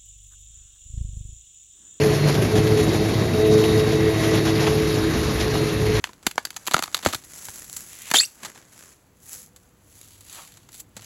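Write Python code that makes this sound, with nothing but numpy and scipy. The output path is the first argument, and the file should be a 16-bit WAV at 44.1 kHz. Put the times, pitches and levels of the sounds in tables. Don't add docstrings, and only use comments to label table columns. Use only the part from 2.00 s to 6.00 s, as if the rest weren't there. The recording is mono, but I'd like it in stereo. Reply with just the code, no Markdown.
import sys
import numpy as np
from scipy import signal
from scipy.fft import rfft, irfft
from scipy.io import wavfile

SR = 44100
rng = np.random.default_rng(int(sys.argv[2]) if len(sys.argv) > 2 else 0)


def materialize(psi):
    bounded = np.clip(np.atleast_2d(psi).T, -1, 1)
    quanta = np.round(bounded * 32767).astype(np.int16)
    wavfile.write(sys.argv[1], SR, quanta)


N = 176400
T, HZ = np.arange(N) / SR, np.fft.rfftfreq(N, 1 / SR)

# t/s, f/Hz
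PASS_RATE = [(0, 108), (.4, 106.9), (.75, 107.2), (2.35, 108.6), (3.1, 107)]
# t/s, level/dB
HUM_1 = [(0, -58), (.55, -27), (.68, -22), (.85, -39), (1.18, -20.5), (1.3, -32), (1.55, -30), (1.9, -31),
         (2.15, -28.5), (3.5, -34), (3.9, -26.5)]
HUM_2 = [(1.3, -40.5), (1.53, -28), (1.9, -42.5)]
HUM_3 = [(0, -26), (.47, -34), (.59, -20), (.78, -28), (1.05, -29), (1.33, -28), (1.45, -25.5),
         (2.5, -23.5), (2.75, -30), (3.1, -24), (3.36, -36), (4, -29.5)]
HUM_4 = [(0, -16), (.09, -17), (.21, -34), (.32, -25), (.47, -36.5), (.54, -16), (.67, -20), (.8, -16),
         (.88, -27), (1.02, -21), (1.11, -36), (1.27, -32), (1.38, -17.5), (1.57, -15), (1.7, -24),
         (1.79, -18), (1.85, -25), (2.09, -21.5), (2.2, -43), (2.28, -14.5), (2.42, -34), (2.5, -23),
         (3.0, -23), (3.37, -33.5), (3.5, -26), (3.78, -26), (3.92, -21.5), (4, -25)]
HUM_6 = [(0, -33), (.9, -43), (1.55, -32.5), (1.95, -37), (2.25, -35.5), (2.8, -41), (3.3, -49)]

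# mains multiple, level/dB
WHINE = [(53, -49.5), (70, -56.5), (90, -54.5), (115, -53), (129, -55.5)]
LOW_SQUEAL = [(37, -49.5), (39, -44.5), (41, -54), (43, -49.5)]
MID_SQUEAL = [(76, -43.5)]
HIGH_SQUEAL = [(86, -47.5)]
RASP = [(74, -51), (75, -45.5), (78, -44)]
WHISTLE = [(84, -45.5)]
# t/s, gain/dB
LOW_SQUEAL_GAIN = [(1.7, -3), (2.05, 3.5), (2.35, 2), (2.9, -8.5)]
MID_SQUEAL_GAIN = [(.62, -10), (.85, 2), (1.3, -.5), (1.8, 3.5), (2.2, -2), (2.7, 1.5), (4, -6)]
HIGH_SQUEAL_GAIN = [(.1, 5), (.35, -11), (1.0, 2), (1.45, -8), (1.62, 6.5), (2.1, -5), (2.45, 3),
                    (2.65, -10)]
RASP_GAIN = [(1.1, -11), (1.65, 2.5), (1.95, -6), (2.2, -9)]
WHISTLE_GAIN = [(.1, -10), (.24, 7), (.4, -8), (.8, -4), (1.4, -7), (3.4, -0.5), (3.6, 3), (4, -1)]

# f/Hz, density/(dB per Hz)
RUMBLE_SPECTRUM = [(15, -84), (35, -66), (55, -59.5), (90, -51), (180, -48.5), (260, -51), (370, -49),
                   (460, -53), (520, -57.5), (750, -57.5), (1000, -71.5), (2000, -91), (8000, -110)]
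# f/Hz, width/Hz, lift/dB
HOUSING_MODES = [(105, 21, 6.5), (138, 24, 4), (467, 29, 3)]
# t/s, gain/dB
RUMBLE_GAIN = [(0, 1), (.7, 1), (1.6, 0.5), (2.9, -2), (4, -3)]
# t/s, level/dB
DEEP_LEVEL = [(0, -48), (.6, -37), (2.4, -38.5), (3.3, -28.5), (3.7, -37), (4, -27.5)]
BOOM_LEVEL = [(0, -21), (.22, -22), (.5, -32), (1.7, -31)]

# f/Hz, density/(dB per Hz)
ROAR_SPECTRUM = [(200, -98), (700, -75.5), (1050, -64.5), (1400, -69.5), (1900, -66.5), (3000, -73),
                 (5000, -75), (7000, -77), (9500, -77), (12000, -82.5), (13700, -90.5)]
# t/s, gain/dB
ROAR_GAIN = [(0, 5), (.3, 1.5), (1.0, -0.5), (1.45, 0), (1.7, 2), (1.88, 0), (2.1, 0.5), (2.3, 4.5),
             (2.55, -1), (2.7, 4), (2.85, -.5), (3.2, 3.5), (3.7, -0.5), (4, 3)]
# f/Hz, level/dB
CHIP_COLOUR = [(300, -104), (1000, -71), (2200, -73), (4000, -75.5), (7000, -84), (9500, -83), (12000, -90)]

# t/s, length/s, crunch gain/dB, hiss gain/dB
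BITES = [(0.034, 0.0092, -2, 0), (0.12, 0.039, -3, -12), (0.272, 0.029, -3, 3), (0.341, 0.014, -1.5, 0),
         (0.417, 0.0058, -9, 3), (0.553, 0.032, 0, -3), (0.771, 0.038, -2.5, 1), (0.827, 0.019, -17, 0.5),
         (0.93, 0.043, -5, 0), (1.579, 0.025, -4, -2), (1.638, 0.015, -1.5, 0), (1.752, 0.04, -15, -2),
         (1.919, 0.016, -1.5, -5), (2.233, 0.034, -2, -4), (2.331, 0.062, -1.5, -15),
         (2.451, 0.052, -0.5, -2), (2.596, 0.047, 1, -3), (2.669, 0.01, 2, -10), (2.94, 0.022, -9, -0.5),
         (3.397, 0.026, 0.5, -2), (3.538, 0.037, -3, -2), (3.949, 0.024, -0.5, -10)]
# f/Hz, density/(dB per Hz)
CRUNCH_SPECTRUM = [(150, -135), (500, -54.5), (1000, -64.5), (2400, -65), (4000, -65), (7000, -74.5),
                   (15000, -90)]
HISS_SPECTRUM = [(1000, -90), (4000, -76.5), (7000, -73.5), (10000, -73), (12500, -79.5), (15700, -87)]
# t/s, f/Hz, level/dB
KNOCKS = [(0.277, 694, -17), (.295, 615, -16), (.423, 2780, -30), (1.639, 2620, -23), (2.468, 950, -24.5),
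          (2.667, 2570, -19), (2.673, 850, -20), (2.678, 940, -21.5), (3.148, 950, -29), (3.555, 1000, -24)]

# f/Hz, left/right coherence, right lead/rad, left minus right/dB
STEREO_IMAGE = [(140, .96, -.15, -2.5), (440, .86, -1.1, -1.1), (750, .3, -1.5, 3), (1400, .2, .5, 1.5),
                (2500, .4, -.5, 2.5), (5200, .42, -.5, 3), (6800, .62, 1, 1), (7800, .99, 3, 0),
                (8700, .99, 3.25, 0), (9700, .65, 4.5, 0), (11600, .8, 6.3, 0), (13200, .5, 7.7, 0),
                (14100, .99, 9.4, 0)]


def amp(db):
    return 10 ** (np.asarray(db) / 20)


def unit(x):
    return x / np.sqrt(np.mean(x ** 2) + 1e-20)


def curve(points):
    return np.interp(T, *np.transpose(points))


def over_hz(points, column=1):
    table = np.transpose(points)
    return np.interp(np.log(HZ + 1), np.log(table[0] + 1), table[column])


def drift(rate_hz):
    count = 512
    hz = np.fft.rfftfreq(count, N / SR / count)
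    slow = irfft(rfft(rng.standard_normal(count)) * (hz > 0) / np.sqrt(1 + (hz / rate_hz) ** 4))
    return np.interp(T, np.linspace(0, N / SR, count), unit(slow))


def flutter(rate_hz):
    return drift(rate_hz) + 1j * drift(rate_hz)


def colour(x, db):
    return irfft(rfft(x) * amp(db) * np.sqrt(SR / 2), N)


def noise(db):
    return colour(rng.standard_normal((2, N)), db)


def clicks(per_s, spread_db):
    size = amp(spread_db * np.minimum(rng.exponential(1, (2, N)), 4.5))
    return size * rng.choice([-1, 1], (2, N)) * (rng.random((2, N)) < per_s / SR)


def stereo(pair):
    a, b = rfft(pair)
    coherence = np.clip(over_hz(STEREO_IMAGE), 0, 1)
    lead_rad = over_hz(STEREO_IMAGE, column=2)
    balance = amp(over_hz(STEREO_IMAGE, column=3) / 2)
    right = (coherence * a + np.sqrt(1 - coherence ** 2) * b) * np.exp(1j * lead_rad)
    return irfft(np.array([a * balance, right / balance]), N)


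def room(x, t60_s=0.21, tail_db=-2.5):
    t = T[:SR // 2]
    tail = rng.standard_normal((2, len(t))) * amp(-60 * t / t60_s)
    wet = signal.fftconvolve(x, tail / np.linalg.norm(tail[0]), axes=1)[:, :N]
    return unit(x + amp(tail_db) * wet)


def rotor():
    pass_hz = curve(PASS_RATE) * (1 + 0.0058 * drift(31))
    phase_rad = 2 * np.pi * np.cumsum(pass_hz) / SR
    fifth_db = -40.5 + curve(RUMBLE_GAIN)
    levels_db = [curve(HUM_1), curve(HUM_2), curve(HUM_3), curve(HUM_4), fifth_db, curve(HUM_6)]
    hum = np.zeros((2, N))
    for k, db in enumerate(levels_db, 1):
        tone = np.sqrt(2) * amp(db) * np.exp(1j * (k * phase_rad + 2 * np.pi * rng.random()))
        rough = 1 + 0.21 * flutter(32)
        scatter = 0.84 * flutter(3.7)
        hum += (tone * np.array([rough, scatter])).real
    return stereo(hum)


def motor(mains_hz=50.002, waver_db=1.2, left_bias_db=4.5):
    groups = ((WHINE, 0), (LOW_SQUEAL, curve(LOW_SQUEAL_GAIN)),
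              (MID_SQUEAL, curve(MID_SQUEAL_GAIN)), (RASP, curve(RASP_GAIN)),
              (WHISTLE, curve(WHISTLE_GAIN)), (HIGH_SQUEAL, curve(HIGH_SQUEAL_GAIN)))
    balance = amp(left_bias_db / 2)
    out = np.zeros((2, N))
    for lines, swell_db in groups:
        for k, db in lines:
            tone = np.exp(2j * np.pi * (k * mains_hz * T + rng.random()))
            tone *= 1 + 0.2 * flutter(35)
            tone *= np.sqrt(2) * amp(db + swell_db + waver_db * drift(4))
            lead_rad = 0.7 * drift(1)
            out += np.array([tone * balance, tone / balance * np.exp(1j * lead_rad)]).real
    return out


def housing(throb_db=1.78, deep_hz=65.7, deep_width_hz=16.6, boom_hz=146.7, boom_width_hz=9.2):
    modes_db = sum(lift / (1 + (2 * (HZ - hz) / width) ** 2) for hz, width, lift in HOUSING_MODES)
    rumble = noise(over_hz(RUMBLE_SPECTRUM) + modes_db)
    rumble *= amp(curve(RUMBLE_GAIN) + throb_db * drift(16))
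    deep_band_db = -20 * np.log10(1 + ((HZ - deep_hz) / deep_width_hz) ** 4)
    deep = unit(noise(deep_band_db)) * amp(curve(DEEP_LEVEL))
    boom_gain = np.sqrt(2) * amp(curve(BOOM_LEVEL) + 2 * drift(7.2))
    wall_hz = boom_hz + boom_width_hz / 2 * drift(22)
    boom = boom_gain * np.sin(2 * np.pi * np.cumsum(wall_hz) / SR)
    return stereo(rumble + deep + np.array([boom, np.zeros(N)]))


def chamber(band_waver_db=2, flutter_db=1.2):
    spectrum = rfft(noise(over_hz(ROAR_SPECTRUM)))
    half_octaves = np.clip(2 * np.log2(HZ / 500 + 1e-9), 0, 10)
    roar = np.zeros((2, N))
    for band in range(11):
        weight = np.maximum(1 - abs(half_octaves - band), 0)
        roar += irfft(spectrum * weight, N) * amp(band_waver_db * drift(15.3))
    return stereo(roar * amp(curve(ROAR_GAIN) + flutter_db * drift(38)))


def chips(per_s=800, sizes=20, clump_db=2.5):
    t, patter = T[:1024], np.zeros((2, N))
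    for hz in np.geomspace(800, 14000, sizes):
        decay_s = 0.0018 * 2000 / hz
        ring = np.exp(-t / decay_s) * np.cos(2 * np.pi * hz * rng.uniform(.92, 1.08) * t)
        impact = ring / np.linalg.norm(ring) + 0.72 * (t == 0)
        patter += signal.oaconvolve(clicks(per_s / sizes, spread_db=2.2), impact[None], axes=1)[:, :N]
    patter *= amp(clump_db * drift(14))
    tilt_db = 10 * np.log10(HZ / 4000 + .1)
    return stereo(colour(room(patter), over_hz(CHIP_COLOUR) + tilt_db))


def cutters(attack_s=0.003, decay_s=0.011, cracks_per_s=2200):
    crunch_gain, hiss_gain = np.zeros((2, N))
    for start_s, length_s, crunch_db, hiss_db in BITES:
        rise = np.clip((T - start_s) / attack_s, 0, 1)
        fall = np.exp(-np.clip((T - start_s - length_s) / decay_s, 0, 20))
        crunch_gain += amp(crunch_db) * rise * fall
        hiss_gain += amp(hiss_db) * rise * fall
    out = np.zeros((2, N))
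    for gain, spectrum in ((crunch_gain, CRUNCH_SPECTRUM), (hiss_gain, HISS_SPECTRUM)):
        cracks = room(clicks(cracks_per_s, spread_db=1.5))
        out += colour(cracks * gain, over_hz(spectrum))
    return stereo(out)


def knocks(decay_s=0.008, half_width_hz=180):
    out = np.zeros((2, N))
    for start_s, hz, db in KNOCKS:
        ring = unit(noise(-10 * np.log10(1 + ((HZ - hz) / half_width_hz) ** 2)))
        envelope = (T > start_s) * np.exp(-np.maximum(T - start_s, 0) / decay_s)
        out += amp(db) * ring * envelope
    return stereo(out)


def scene():
    return rotor() + motor() + housing() + chamber() + chips() + cutters() + knocks()


def record(dry):
    edge_hz = 15780
    lowpass = signal.firwin(511, edge_hz, window=("kaiser", 9), fs=SR)
    return signal.oaconvolve(dry, lowpass[None], "same")


dry = scene()
out = record(dry)
materialize(out)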